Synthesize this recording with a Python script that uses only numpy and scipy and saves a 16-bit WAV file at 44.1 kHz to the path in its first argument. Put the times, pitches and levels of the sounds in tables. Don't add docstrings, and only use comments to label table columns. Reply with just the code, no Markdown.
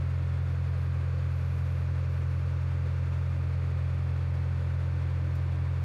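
import sys
import numpy as np
from scipy import signal
from scipy.fft import rfft, irfft, next_fast_len
from scipy.io import wavfile

SR = 44100
rng = np.random.default_rng(int(sys.argv[2]) if len(sys.argv) > 2 else 0)


def unload_audio(sound):
    columns = np.transpose(np.atleast_2d(sound))
    steps = np.round(np.clip(columns, -1, 1) * 32767)
    wavfile.write(sys.argv[1], SR, steps.astype(np.int16))


N = 257544
TIME = np.arange(N) / SR
HAND_EMPTY_S, EMPTY_FADE_S = 3.35, 1.2


def gain_of(db):
    return 10 ** (np.asarray(db) / 20)


def unit_level(x):
    return x / np.sqrt(np.mean(x ** 2) + 1e-20)


def coloured(x, points):
    size = next_fast_len(N + 4096)
    hz, db = np.transpose(points)
    level_db = np.interp(np.log(np.fft.rfftfreq(size, 1 / SR) + 1), np.log(hz), db)
    return irfft(rfft(x, size) * gain_of(level_db), size)[:N] * np.sqrt(SR / 2)


def wander(rate_hz, count=16):
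    speeds = np.geomspace(rate_hz / 6, rate_hz, count)[:, None]
    drift = np.sin(2 * np.pi * (speeds * TIME[::64] + rng.random((count, 1)))).sum(0)
    return np.interp(TIME, TIME[::64], unit_level(drift))


def noise_band(pitch_hz, width_hz):
    size = next_fast_len(N)
    shape = 1 / (1 + ((np.fft.rfftfreq(size, 1 / SR) - pitch_hz) / width_hz * 2) ** 2)
    return unit_level(irfft(rfft(rng.standard_normal(size)) * shape, size)[:N])


def fade_after(end_s, fade_s):
    return gain_of(-60 * np.maximum(TIME - end_s, 0) / fade_s)


def burner(flicker_db=1.06, waver_db=1.0):
    # pitch_hz, level_db_per_hz
    flame_curve = [(25, -95), (55, -77.5), (150, -73.5), (190, -78.5), (320, -80), (520, -80.5),
                   (760, -88.5), (1400, -89), (2400, -92.5), (3100, -99), (4400, -102), (7700, -112.5),
                   (9400, -112.5), (14500, -124.5)]
    # pitch_hz, width_hz, level_db
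    whistles = [(3450, 500, -72.5), (4370, 620, -74), (6670, 480, -84.5), (8700, 98, -88.5),
                (12740, 130, -94.5)]
    flame = coloured(rng.standard_normal(N) * gain_of(flicker_db * wander(25)), flame_curve)
    jet = sum(gain_of(db + waver_db * wander(3)) * noise_band(hz, width) for hz, width, db in whistles)
    return flame + jet


def ticks():
    # start_s, peak_db, fade_s
    snaps = [(5.354, -57.5, .042), (5.364, -67, .035)]
    brightness = [(1500, -15), (5000, 1), (9500, -8), (11800, -1), (15500, -8)]  # pitch_hz, relative_db
    strength = np.zeros(N)
    for start_s, peak_db, fade_s in snaps:
        rise = np.clip((TIME - start_s) / .001 + 1, 0, 1)
        strength += gain_of(peak_db) * rise * fade_after(start_s, fade_s)
    return strength * unit_level(coloured(rng.standard_normal(N), brightness))


def pour(start_s=0.71, rise_s=0.44, level_db=-77):
    stream = np.clip((TIME - start_s) / rise_s, 0, 1) * fade_after(HAND_EMPTY_S, EMPTY_FADE_S)
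    return gain_of(level_db) * stream * noise_band(pitch_hz=5700, width_hz=2400)


def grain_flow(trickle_db=-88.5, rise_s=.03, fade_s=.13):
    # start_s, length_s, level_db
    strokes = [(.4, .15, -82.5), (.65, .06, -78.5), (.75, 0.097, -76), (1.29, .52, -76), (2.085, .115, -76),
               (2.28, .12, -80), (5.765, .045, -78)]
    trickle = gain_of(trickle_db) * fade_after(HAND_EMPTY_S, EMPTY_FADE_S)
    power = trickle ** 2
    for start_s, length_s, level_db in strokes:
        rise = np.clip((TIME - start_s) / rise_s, 0, 1)
        power += (gain_of(level_db) * rise * fade_after(start_s + length_s, fade_s)) ** 2
    return np.sqrt(power)


def grains(hits_per_s=9000, spread_db=2, clump_db=1):
    sizes = gain_of(spread_db * np.minimum(rng.exponential(1, N), 4)) * rng.choice([-1, 1], N)
    hits = sizes * (rng.random(N) < hits_per_s / SR) * gain_of(clump_db * wander(35))
    # pitch_hz, relative_db
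    brightness = [(2000, -27.5), (5000, -6.5), (9700, 1.5), (11400, 10.0),
                  (12700, 0), (13400, -1.5), (15500, -4)]
    return unit_level(coloured(hits, brightness)) * grain_flow()


def pan():
    # pitch_hz, width_hz, level_db
    notes = [(316.6, 35, -68), (506, 50, -63.5)]
    # middle_s, length_s, low_note_rise_db, high_note_rise_db
    rubs = [(.2, 0.96, 10.5, 2), (1.12, 0.46, 8, 8.5), (2.0, 0.58, 10.5, 4), (2.952, .6, 8, 6),
            (5.05, 0.53, 12, 3.5), (5.473, 0.95, 13, 0)]
    drone = np.zeros(N)
    for note, (pitch_hz, width_hz, level_db) in enumerate(notes):
        swell_db = np.zeros(N)
        for middle_s, length_s, *rise_db in rubs:
            swell = np.cos(np.pi * np.clip((TIME - middle_s) / length_s, -.5, .5)) ** 2
            swell_db += rise_db[note] * swell
        drone += gain_of(level_db + swell_db) * noise_band(pitch_hz, width_hz)
    return drone


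def chafing(turns, squeak_every_s=.77, first_squeak_s=.06, squeak_db=-86, scuff_db=-74):
    swell = np.cos(np.pi * (TIME - first_squeak_s) / squeak_every_s) ** 2
    squeak = gain_of(squeak_db) * swell * noise_band(pitch_hz=9820, width_hz=170)
    contact = np.exp(-(turns % 1) / 0.11)
    scuff = gain_of(scuff_db) * contact * noise_band(pitch_hz=6900, width_hz=700)
    return squeak + scuff


def rattle(turns, fade_s=.12, uneven_db=2, force_spread=0.12, teeth=48):
    place_in_turn = (np.arange(teeth) + rng.random(teeth)) / teeth
    tooth_force = gain_of(uneven_db * rng.standard_normal(teeth)) * rng.choice([-1, 1], teeth)
    lead = SR // 4
    all_turns = np.concatenate([np.arange(-lead, 0) * (turns[1] - turns[0]), turns])
    laps = np.arange(-3, int(turns[-1]) + 2)[:, None]
    knock_at = np.interp(laps + place_in_turn, all_turns, np.arange(N + lead)).ravel()
    forces = (tooth_force * (1 + force_spread * rng.standard_normal((len(laps), teeth)))).ravel()
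    in_range = (knock_at > 0) & (knock_at < N + lead - 1)
    knocks = np.bincount(np.round(knock_at).astype(int), forces * in_range, N + lead)
    ring_spectrum = rfft(gain_of(-60 * TIME[:lead] / fade_s) * rng.standard_normal(lead))
    ring = irfft(ring_spectrum / abs(ring_spectrum))
    return unit_level(signal.oaconvolve(knocks, ring)[lead:lead + N])


def gears(turns, patterns=7):
    # pitch_hz, level_db_per_hz
    housing_curve = [(170, -110), (250, -84.5), (500, -88), (760, -86.5), (950, -84), (1480, -83.5),
                     (1720, -88.5), (2250, -89), (2650, -91), (3000, -101), (4400, -104), (6600, -114),
                     (9000, -126), (15000, -150)]
    position = TIME / TIME[-1] * (patterns - 1)
    shares = [np.cos(np.pi / 2 * np.clip(position - k, -1, 1)) for k in range(patterns)]
    return coloured(sum(share * rattle(turns) for share in shares), housing_curve)


def motor_hum(turns, strong_waver_db=-0.01, weak_waver_db=1):
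    # cycles_per_turn, level_db
    tones = [(4, -68.5), (8, -30), (9, -54.5), (10, -55), (11, -61), (12, -33.5), (14, -59), (15, -58),
             (16, -53.5), (20, -60.5), (28, -65.5), (32, -71.5), (40, -64.5), (44, -66.5), (47, -73.5),
             (48, -63), (52, -61), (56, -66), (57, -64.5), (70, -68.5), (103, -72.5), (106, -68.5),
             (114, -74), (122, -76.5), (133, -71.5), (145, -68.5), (165, -69), (223, -74.5)]
    hum = np.zeros(N)
    for cycles_per_turn, level_db in tones:
        strong = cycles_per_turn in (8, 12)
        waver_db, phase = (strong_waver_db, 1 / 2) if strong else (weak_waver_db, rng.random())
        waver = unit_level(gain_of(waver_db * wander(1.965)))
        tone = np.sqrt(2) * np.sin(2 * np.pi * (cycles_per_turn * turns + phase))
        hum += gain_of(level_db) * waver * tone
    return hum


def scene(turns_per_minute=648.13):
    turns = turns_per_minute / 60 * TIME + 0.00036 * wander(6)
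    drive = motor_hum(turns) + gears(turns) + chafing(turns)
    return (drive + burner() + pan() + grains() + pour() + ticks())[None]


def record(dry, cutoff_hz=15700):
    low_pass = signal.firwin(511, cutoff_hz, window=("kaiser", 9), fs=SR)
    return signal.oaconvolve(dry, low_pass[None], "same")


dry = scene()
out = record(dry)
unload_audio(out)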